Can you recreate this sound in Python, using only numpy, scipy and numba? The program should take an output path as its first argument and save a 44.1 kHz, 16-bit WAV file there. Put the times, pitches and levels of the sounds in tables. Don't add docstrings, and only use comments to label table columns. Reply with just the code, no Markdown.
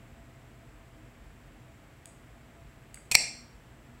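import sys
import numpy as np
from scipy import signal
from scipy.fft import rfft, irfft
from scipy.io import wavfile
from numba import njit

SR = 44100
rng = np.random.default_rng(int(sys.argv[2]) if len(sys.argv) > 2 else 0)


def pcm_store(signal):
    levels = np.round(np.clip(np.atleast_2d(signal), -1, 1) * 32767)
    wavfile.write(sys.argv[1], SR, levels.astype(np.int16).T)


N = 4 * SR


def amp(db):
    return 10 ** (np.asarray(db) / 20)


def unit(x):
    return x / np.sqrt(np.mean(x ** 2))


def curve(points, hz):
    f, v = np.array(points, float).T
    return np.interp(np.log(np.maximum(hz, 1)), np.log(f), v)


def through(x, response):
    return signal.fftconvolve(x, response)[:len(x)]


def colour(x, points):
    size = 2048
    log_gain = np.log(amp(curve(points, np.fft.rfftfreq(size, 1 / SR))))
    cepstrum = irfft(log_gain)
    cepstrum[1:size // 2] *= 2
    cepstrum[size // 2 + 1:] = 0
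    return through(x, irfft(np.exp(rfft(cepstrum))))


def add(out, at, x):
    i = int(at * SR)
    out[i:i + len(x)] += x[:N - i]


def strike(modes, rise_s, tilt_db):
    t = np.arange(SR // 4) / SR
    middle = np.exp(np.mean(np.log([m[0] for m in modes])))
    phases = rng.uniform(0, 2 * np.pi, len(modes))
    ringing = np.zeros(len(t))
    for (hz, db, t60), phase in zip(modes, phases):
        level = amp(db + tilt_db * np.log2(hz / middle))
        decay = np.exp(-np.log(1000) * t / t60)
        ringing += level * np.sin(2 * np.pi * hz * t + phase) * decay
    return ringing * (1 - np.exp(-t / rise_s))


def burst(spectrum, rise_s, decay_s):
    t = np.arange(SR // 4) / SR
    envelope = (1 - np.exp(-t / rise_s)) * np.exp(-t / decay_s)
    return colour(rng.standard_normal(len(t)) * envelope, spectrum)


# start in seconds, level in dB,
# rise time constant in seconds, tilt in dB per octave, relative crack in dB, relative bolt ring in dB.
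LOCK_BLOWS = [(3.1132, -25, .0004, 0.5, 1, -11), (3.1146, -23, .0006, 8.5, 6, 3),
              (3.1199, -21.5, .0003, 2.5, 5, 8), (3.1425, -34.5, .001, -3, 0, -9),
              (3.1455, -14, .0012, 2.5, -2.5, -10), (3.1515, 3.5, 0.00031, -0.5, -8, -14.5)]
# frequency in Hz, relative level in dB, t60 in seconds.
CASE_MODES = [(133, -20.5, 0.021), (830, -22, 0.006), (2204, -1, .017), (2354, -1, 0.021),
              (4271, -5, 0.017), (4592, -11.5, .02), (5338, -13.5, 0.015), (5610, -4.5, 0.014),
              (7100, -18, .007), (7584, -6.5, 0.017), (8490, -16, 0.016), (10500, -22, .004)]
# frequency in Hz, relative level in dB, t60 in seconds.
BOLT_MODES = [(2490, -3, .048), (4700, -24, .04)]
# frequency in Hz, gain in dB.
STEEL_CONTACT = [(100, 0), (250, -7), (450, -3.5), (850, -1.5), (1400, -8.5), (2300, 1), (3400, -2),
                 (5000, -4.5), (8500, 0.5), (15000, -14)]


def lock():
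    out = np.zeros(N)
    for at, db, rise_s, tilt_db, crack_db, bolt_db in LOCK_BLOWS:
        crack = amp(2.5 + crack_db) * burst(STEEL_CONTACT, rise_s, .0024)
        case = strike(CASE_MODES, rise_s, tilt_db)
        bolt = amp(bolt_db) * strike(BOLT_MODES, rise_s, tilt_db)
        add(out, at, amp(db) * (crack + case + bolt))
    return out


def slide():
    start_s, length_s = 3.122, .029
    level_db, unevenness_db = -37, -2
    size = int(length_s * SR)
    contacts, strength = rng.standard_normal((2, size))
    scrape = unit(contacts * amp(unevenness_db * strength))
    out = np.zeros(N)
    add(out, start_s, amp(level_db) * scrape)
    return colour(out, STEEL_CONTACT)


# start in seconds, level in dB, tilt in dB per octave.
SWITCH_CLICKS = [(2.0566, -39, 1), (2.9428, -41, 0), (2.9440, -37, 0), (2.9560, -47, -3)]
# frequency in Hz, relative level in dB, t60 in seconds.
SWITCH_MODES = [(2610, -11, .008), (4763, -12, 0.012), (6700, -3, .008), (8000, 0, 0.011),
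                (8550, 0.5, .005), (9900, -2.5, .005)]
# frequency in Hz, gain in dB.
SWITCH_CONTACT = [(500, -12.5), (2000, 3), (5700, -2), (6800, 4), (9500, 8), (11000, -5), (15000, -5)]
# start in seconds, level in dB.
DULL_TAP = (2.9733, -40)
# frequency in Hz, relative level in dB, t60 in seconds.
TAPPED_PART_MODES = [(1530, -2, .012), (1820, -6, .008), (2120, 0, .014)]


def ticks():
    rise_s, snap_decay_s = .0003, .0013
    out = np.zeros(N)
    for at, db, tilt_db in SWITCH_CLICKS:
        ring = strike(SWITCH_MODES, rise_s, tilt_db)
        snap = burst(SWITCH_CONTACT, rise_s, snap_decay_s)
        add(out, at, amp(db) * (ring + snap))
    at, db = DULL_TAP
    add(out, at, amp(db) * strike(TAPPED_PART_MODES, rise_s, 0))
    return out


# frequency in Hz, t60 in seconds.
ROOM_DECAY = [(200, .5), (2300, .46), (5000, .49), (8000, .42), (15000, .28)]
# frequency in Hz, gain in dB.
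ECHO_COLOUR = [(100, -11), (800, -7.5), (2200, -12), (4400, -9), (7500, -4), (10500, -7), (15000, -14.5)]


def room():
    level_db, gap_s, build_s = -4.5, .005, .004
    t = np.arange(SR) / SR
    hz = np.fft.rfftfreq(SR, 1 / SR)
    noise = rfft(rng.standard_normal(SR))
    tail = np.zeros(SR)
    for k, (_, t60) in enumerate(ROOM_DECAY):
        share = curve([(f, j == k) for j, (f, _) in enumerate(ROOM_DECAY)], hz)
        tail += irfft(noise * share) * np.exp(-np.log(1000) * t / t60)
    tail = tail * (1 - np.exp(-np.maximum(t - gap_s, 0) / build_s))
    tail = amp(level_db) * tail / np.sqrt(np.sum(tail ** 2))
    return colour(tail, ECHO_COLOUR)


# frequency in Hz, relative density in dB.
AIR_SPECTRUM = [(20, -25), (31, -25), (42, 2.5), (58, 0), (75, -5), (135, -2), (165, -11), (240, -11.5),
                (450, -17), (700, -18.5), (1000, -21), (2100, -22), (3000, -28), (4200, -35), (6300, -38),
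                (7500, -35), (9500, -41), (15500, -42.5)]
# centre in Hz, width at half amplitude in Hz,
# rms level in dB.
STEADY_TONES = [(122.1, 1, -65.5), (239, 13, -66.5), (309, 10, -70.5), (672, 17, -69), (7550, 150, -82),
                (7910, 120, -83)]


def shaped_noise(gain):
    return unit(irfft(rfft(rng.standard_normal(N)) * gain, N))


def background():
    hz = np.fft.rfftfreq(N, 1 / SR)
    out = amp(-53.5) * shaped_noise(amp(curve(AIR_SPECTRUM, hz)))
    for centre, width, db in STEADY_TONES:
        resonance = 1 / (1 + (2 * (hz - centre) / width) ** 2)
        out += amp(db) * shaped_noise(resonance)
    return out


def scene():
    bolt, small = lock() + slide(), ticks()
    echo = through(bolt + amp(5) * small, room())
    return (bolt + small + echo + background())[None]


@njit
def follow(x, attack, release):
    out, level = np.empty(len(x)), 0.
    for i in range(len(x)):
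        level += (x[i] - level) * (attack if x[i] > level else release)
        out[i] = level
    return out


def record(dry):
    limit_db, clip_db, top_hz = -11, -3.4, 15750
    attack_s, release_s, lag_s = .002, .075, .0018
    x = dry[0]
    level = follow(np.abs(x), 1 / (attack_s * SR), 1 / (release_s * SR))
    late_level = np.pad(level, (int(lag_s * SR), 0))[:N]
    ducked = x / np.maximum(late_level / amp(limit_db), 1)
    clipped = ducked / (1 + (ducked / amp(clip_db)) ** 4) ** (1 / 4)
    top_cut = signal.ellip(10, .1, 80, top_hz, fs=SR, output="sos")
    return signal.sosfilt(top_cut, clipped)[None]


dry = scene()
out = record(dry)
pcm_store(out)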